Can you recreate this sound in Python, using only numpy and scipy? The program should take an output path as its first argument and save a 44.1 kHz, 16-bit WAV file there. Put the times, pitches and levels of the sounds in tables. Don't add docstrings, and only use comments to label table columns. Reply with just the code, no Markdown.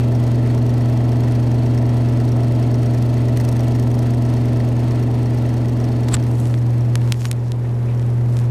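import sys
import numpy as np
from scipy import signal
from scipy.fft import rfft, irfft, next_fast_len
from scipy.io import wavfile
from scipy.ndimage import map_coordinates

SR = 44100
rng = np.random.default_rng(int(sys.argv[2]) if len(sys.argv) > 2 else 0)


def volts_from_decibels(level):
    exponent = np.asarray(level, float) / 20
    return 10 ** exponent


def inscribe(sig):
    pcm = np.round(np.clip(np.atleast_2d(sig).T, -1, 1) * 32767)
    wavfile.write(sys.argv[1], SR, pcm.astype(np.int16))


N = 374850
PULL_HZ = 120.04


def unit(x):
    return x / np.sqrt(np.mean(x ** 2) + 1e-20)


def along(points, hz):
    f, value = np.transpose(points)
    return np.interp(np.log(hz + 1), np.log(f + 1), value)


def curve(points, step=1):
    s, value = np.transpose(points)
    return np.interp(np.arange(0, N, step) / SR, s, value)


def wobble(rate, size=N, step=1):
    knots = rng.standard_normal(int(N * rate / SR) + 4)
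    return map_coordinates(knots, [np.arange(size) * step * rate / SR])


def filtered(x, response):
    size = x.shape[-1]
    padded = next_fast_len(size + min(size, 8192))
    spectrum = rfft(x, padded) * response(np.fft.rfftfreq(padded, 1 / SR))
    return irfft(spectrum, padded)[..., :size]


def ringing(hz, width_hz):
    return lambda f: 1j * f * width_hz / (hz * hz - f * f + 1j * f * width_hz + 1e-9)


# t/s, rate/(turns per s)
SHAFT_SPEED = [(0, 25.81), (1, 25.845), (2, 25.862), (3, 25.862), (4, 25.847), (5, 25.821), (6, 25.788),
               (7, 25.748), (8.5, 25.69)]


def turns():
    return np.cumsum(curve(SHAFT_SPEED)) / SR - 0.094


# t/s, share of the way 0-1
AWAY = [(0, 0.01), (3.5, 0.01), (5.8, 0.09), (6.4, 0.3), (7.05, 0.77), (7.25, 0.83), (7.8, 0.97),
        (8.5, 0.8)]


def distance():
    return np.clip(curve(AWAY), 0, 1)


# t/s, level/dB
HUM = [(0, -15.5), (2.5, -15.5), (4, -16), (5.9, -17.5), (6.7, -15.5), (8.5, -15.5)]
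# t/s, loss as level/dB
FACING = [(0, 0), (3, 0), (5.9, -0.5), (6.3, -1), (6.6, -4), (7.1, -3), (7.7, -1.5), (8.2, -5), (8.5, -6)]
ORDER_NEAR = [-38, -44.5, -32, -49, -47, -48.5, -50, -39, -43.5, -36, -40.5, -52, -48, -59, -50, -48, -53.5,
              -51, -61, -52, -56, -51, -43.5, -46.5, -46.5]
ORDER_FAR = [-36, -49, -33.5, -50, -49, -53, -52, -40.5, -50, -43.5, -44.5, -60, -51, -61, -60, -37.5, -52,
             -55, -57, -67, -54, -45.5, -66, -69, -57]
SIDE_NEAR = [
    [-68, -59, -45.5, -41.5, -89, -36, -44.5, -60, -65, -41.5, -44.5],
    [-38, -73, -53, -40, -26.5, -35, -45.5, -34.5, -44.5, -44.5, -42.5],
    [-44.5, -69, -37.5, -42, -44.5, -40, -43, -45, -56, -59, -54],
    [-48.5, -56, -45, -40.5, -57.5, -49.5, -53, -47, -55, -52, -51.5],
    [-67, -51, -52.5, -53, -55, -61, -48, -42.5, -56, -54, -66],
]
SIDE_FAR = [
    [-58, -62, -44, -49, -89, -54, -41, -67, -43, -73, -72],
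    [-54, -56, -41, -35.5, -34.5, -66, -55, -43.5, -40, -49, -63],
    [-41, -47, -46.5, -55, -43.5, -63, -50, -52, -55, -66, -44],
    [-40, -54, -59, -44.5, -50, -48, -57, -56, -58, -58, -68],
    [-69, -56, -56, -70, -54, -57, -67, -73, -77, -73, -66],
]
# f/Hz, width/Hz, lift as level/dB
HALFWAY_MODES = [
    (26, 20, -8),
    (284, 10, 5.5),
    (310, 8.4, 10),
]


def motor():
    coarse = 16
    away = distance()[::coarse]
    shaft = turns()[::coarse]
    pull = PULL_HZ * np.arange(0, N, coarse) / SR
    overtone_db = -0.5 + 0.48 * curve(FACING, coarse)

    def line(cycles, near_db, far_db):
        hz = (cycles[-1] - cycles[0]) * SR / N
        mode_db = sum(db * abs(ringing(top, width)(hz)) ** 2 for top, width, db in HALFWAY_MODES)
        level_db = near_db + away * (far_db - near_db)
        level_db = level_db + mode_db * np.sin(np.pi * away) ** 2
        level_db = level_db + 0.6 * wobble(1.545, len(pull), coarse)
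        return volts_from_decibels(level_db) * np.cos(2 * np.pi * (cycles + rng.random()))

    lines = np.zeros(len(pull))
    for order, (near_db, far_db) in enumerate(zip(ORDER_NEAR, ORDER_FAR), 1):
        lines += line(order * shaft, near_db, far_db)
    for multiple, (near_row, far_row) in enumerate(zip(SIDE_NEAR, SIDE_FAR), 1):
        for order, (near_db, far_db) in enumerate(zip(near_row, far_row), -4):
            lines += line(multiple * pull + order * shaft, near_db, far_db)
    hum = volts_from_decibels(curve(HUM, coarse)) * np.cos(2 * np.pi * (pull + 0.48))
    tones = hum + volts_from_decibels(overtone_db) * lines
    return np.sqrt(2) * signal.resample_poly(tones, coarse, 1, window=("kaiser", 12))[:N]


# f/Hz, level/dB per Hz
DUCT_RUSH = [(20, -34), (45, -20), (100, -2), (220, -2), (330, -3.5), (470, -9.5), (650, -3.5), (800, -6.5),
             (980, -9.5), (1500, -33.5), (3000, -55)]
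# f/Hz, level/dB per Hz
HISS_NEAR = [(500, -17), (1000, -3), (1600, -4), (2000, -4.5), (3000, -7.5), (5000, -13), (7200, -21.5),
             (10000, -25), (14800, -34), (15400, -53.5)]
HISS_FAR = [(500, -19), (1000, 1), (1600, -3), (2200, -6), (3000, -12.5), (5000, -18), (7200, -20),
            (10000, -22), (14800, -29), (15400, -51)]
# f/Hz, width/Hz, lift as level/dB
GRILLE = [(874, 67, 11.5), (1320, 95, 7.5), (1660, 80, -4.5), (1726, 83, 6), (1965, 73, 5), (2660, 39, 6),
          (3210, 29, 7), (4330, 68, 8), (6450, 130, -1), (6700, 230, 6.5), (8250, 650, 6), (12300, 200, 6)]


def air():
    loss_db, away = curve(FACING), distance()
    rush_db = -33.5 + loss_db
    hiss_db = -47 + 0.63 * loss_db + 4.0

    def grille_db(f):
        return sum(db * abs(ringing(hz, width)(f)) ** 2 for hz, width, db in GRILLE)

    rush = unit(filtered(rng.standard_normal(N), lambda f: volts_from_decibels(along(DUCT_RUSH, f))))
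    near = unit(filtered(rng.standard_normal(N), lambda f: volts_from_decibels(along(HISS_NEAR, f) + grille_db(f))))
    far = unit(filtered(rng.standard_normal(N), lambda f: volts_from_decibels(along(HISS_FAR, f))))
    hiss = np.sqrt(1 - away) * near + np.sqrt(away) * far
    return volts_from_decibels(rush_db + 0.41 * wobble(12)) * rush + volts_from_decibels(hiss_db + 0.78 * wobble(12)) * hiss


LOOSE_DB = -59.5
# t/s, lift as level/dB, hold/s
SHAKES = [
    (0, 0, 0.37),
    (2.927, 3.5, 0.1),
    (3.373, 10, 0.015),
    (3.437, 7, 0.067),
    (3.6, 2.5, 0.26),
    (3.9, 2.5, 0.2),
    (7.9, 2.5, 0.14),
]


def loose():
    rise_s, settle_s, far_db = 0.015, 0.084, -7.5
    t = np.arange(N) / SR
    lifts = []
    for s, db, hold in SHAKES:
        rise = np.clip((t - s) / rise_s + 1, 0, 1)
        lifts.append(db * rise * np.exp(-np.maximum(t - s - hold, 0) / settle_s))
    return LOOSE_DB + np.max(lifts, axis=0) + far_db * curve(AWAY)


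# place in the turn 0-1, favoured phase of the pull 0-1, its sway as level/dB,
# ring f/Hz, ring width/Hz, ring level/dB, fizz level/dB
CONTACTS = [
    (.74, .3, -2, 8400, 900, -3, -3),
    (.8, 0.26, 10, 5550, 300, 8.5, -3.5),
    (.83, 0.4, 3.5, 1900, 159, 19.5, -11),
    (.87, 0.52, 1, 4370, 150, 15.5, -10),
    (.94, .55, 0.5, 710, 202, 26, -3.5),
    (.99, 0.7, 4.5, 2660, 200, 5.5, -4.5),
    (1.07, 0.85, 2.5, 6000, 900, -5.5, 6.5),
    (1.13, 0.3, 3, 1840, 250, 14, -6),
]
# f/Hz, level/dB per Hz
FIZZ = [(2000, -5), (5500, -0.5), (6700, -1), (7300, -8.5), (8500, 0.5), (9500, -3.5), (10700, -11),
        (12200, -3), (13200, -9), (14400, -6), (15400, -19)]


def rattle():
    late_db = 1.5
    angle, loose_db = turns(), loose()
    count, lag = int(angle[-1]), np.arange(1200)
    t = lag / SR
    burst = volts_from_decibels(-60 * t / 0.011) + volts_from_decibels(-16 - 60 * t / 0.066)
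    burst = burst * (1 - np.exp(-t / 0.0003))
    rings, fizz = np.zeros((2, N + len(lag)))
    for place, phase, sway_db, hz, width_hz, ring_db, fizz_db in CONTACTS:
        jitter, chance = rng.standard_normal((2, count))
        strike_turn = np.arange(-1, count - 1) + place + 0.016 * jitter
        at = np.clip(np.searchsorted(angle, strike_turn), 0, N - 1)
        force_db = sway_db * np.cos(2 * np.pi * (PULL_HZ * at / SR - phase)) + 1.6 * chance
        force_db = force_db + late_db * (place - 0.9) * np.maximum(loose_db[at] - LOOSE_DB, 0)
        blows = volts_from_decibels(force_db)[:, None] * burst * rng.standard_normal((count, len(lag)))
        where = (at[:, None] + lag).ravel()
        rung = filtered(blows, ringing(hz, width_hz))
        rings += volts_from_decibels(ring_db) * np.bincount(where, rung.ravel(), len(rings))
        fizz += volts_from_decibels(fizz_db) * np.bincount(where, blows.ravel(), len(fizz))
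    panel_db = 0.63 * (loose_db + 60.5) - 39.5 - 8 * curve(AWAY)
    fizz = filtered(fizz, lambda f: volts_from_decibels(along(FIZZ, f)))
    return volts_from_decibels(panel_db) * rings[:N] + volts_from_decibels(loose_db + 19) * fizz[:N]


# f/Hz, level/dB rms
WHINE = [
    (11795, -81),
]


def whine():
    t = np.arange(N) / SR
    return sum(volts_from_decibels(db + 2 + 3.3 * wobble(8)) * np.sin(2 * np.pi * hz * t + 2 * wobble(12)) for hz, db in WHINE)


# t/s, peak level/dB, low part level/dB, high part level/dB
CLICKS = [(6.0337, -38, -8, -17), (6.0847, -28, -4.5, -12), (6.167, -29.5, -6, -21), (6.3993, -34, -29, 5),
          (6.4034, -37, -26, 2), (6.4104, -48, -7, -3), (6.4144, -53, -10, -2), (6.4552, -28, -16, -9),
          (6.5405, -34, 3, -21.5), (6.9544, -15.5, -8, -2), (7.017, -40, 2.5, -10),
          (7.0756, -31.5, -9, -12.5), (7.1216, -6.5, -19.5, -37), (7.1422, -30, -6, -15),
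          (7.2075, -27, -18, -13), (7.217, -32, -1.5, -17), (7.2454, -38, -7, -14.5),
          (7.2535, -12.5, -13, -18), (7.2596, -33.5, -6.5, 0), (7.3132, -13.5, -14, 3),
          (7.3284, -25, -18, -17), (7.5184, -18.5, -21, -21), (7.652, -41, -4, -15),
          (7.6924, -36, -11, -22), (7.9953, -33, -9, -11), (8.026, -39.5, -3, -10), (8.3682, -25, -17, -18),
          (8.389, -26.5, -20, -20)]


def clicks():
    first_blow, t60_s = 16, 0.0092
    bands = [(1500, 1920), (4300, 6300), (9500, 5300)]  # (f/Hz, width/Hz)
    out, t = np.zeros(N + SR), np.arange(2000) / SR
    for s, db, low_db, high_db in CLICKS:
        snap = rng.standard_normal(2000) * volts_from_decibels(-60 * t / t60_s)
        snap[0] += first_blow
        start = round((s + 0.001) * SR)
        for band, sign, part_db in zip(bands, (-1, 1, -1), (low_db + 11, 5, high_db + 6)):
            part = filtered(sign * snap, lambda f: ringing(*band)(f) ** 2)
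            out[start:start + 2000] += volts_from_decibels(db + part_db) * part / abs(part).max()
    return out[:N]


# peak t/s, swell/s, level/dB rms,
# centre f/Hz, width/Hz
SCRAPES = [
    (6.087, 0.0053, -31.5, 4500, 5800),
    (6.145, 0.014, -18, 7850, 1300),
    (6.146, 0.028, -26.5, 3860, 2000),
    (6.146, .048, -27.5, 1200, 1300),
    (6.146, .03, -22, 200, 350),
    (6.146, 0.017, -31.5, 2500, 500),
    (6.146, 0.044, -36, 8400, 3500),
    (7.125, .0027, -35, 3600, 3400),
    (7.259, 0.23, -38.5, 4180, 9400),
]
# peak t/s, swell/s, level/dB rms, centre f/Hz, width/Hz
SLIDES = [
    (6.41, 0.23, -50, 7900, 5600),
    (7.21, 0.024, -42, 6800, 2300),
    (7.252, .012, -31, 1200, 800),
    (7.285, 0.027, -44, 6900, 300),
    (7.47, 0.061, -49, 5000, 4000),
    (7.655, .012, -39, 1700, 700),
    (7.9, 0.044, -43, 2190, 1500),
    (8.37, .1, -51, 7100, 7000),
]


def rubs():
    out, t = np.zeros(N + SR), np.arange(-SR // 4, SR // 4) / SR
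    strokes = [(0.003 + 0.11 * row[1], *row) for row in SCRAPES]
    strokes += [(0.65 * row[1], *row) for row in SLIDES]
    for fall, s, rise, db, hz, width_hz in strokes:
        shape = np.exp(np.where(t < 0, 2 * t / rise, -(t / fall) ** 2))
        grit = volts_from_decibels(3.7 * wobble(500, len(t))) * rng.standard_normal(len(t))
        stroke = unit(shape * filtered(grit, lambda f: ringing(hz, width_hz)(f) ** 2))
        start = round((s + t[0]) * SR)
        out[start:start + len(t)] += volts_from_decibels(db) * np.sqrt(np.mean(shape ** 2)) * stroke
    return out[:N]


def thump():
    at_s, peak_db, hz, t60_s = 6.138, -15, 78, 0.18
    after = np.maximum(np.arange(N) / SR - at_s, 0)
    return -volts_from_decibels(peak_db - 60 * after / t60_s) * np.sin(2 * np.pi * hz * after)


def scene():
    fan = motor() + air() + rattle()
    hands = clicks() + rubs() + thump()
    return (fan + whine() + hands)[None]


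def low_pass(x):
    return signal.sosfilt(signal.butter(12, 15230, fs=SR, output="sos"), x)


def record(dry):
    duck_at_s, duck_db, hold_s, recovery_s, top_hz = 7.1245, -4, 0.3, 0.95, 15050
    after = np.arange(N) / SR - duck_at_s
    back = np.clip((after - hold_s) / recovery_s, 0, 1)
    recovered = back * back * (3 - 2 * back)
    gain_db = duck_db * np.clip(after / 0.003, 0, 1) * (1 - recovered)
    cut = filtered(dry * volts_from_decibels(gain_db), lambda f: 1 / (1 + (f / top_hz) ** 90))
    return low_pass(np.clip(cut, -1, 1))


dry = scene()
out = record(dry)
inscribe(out)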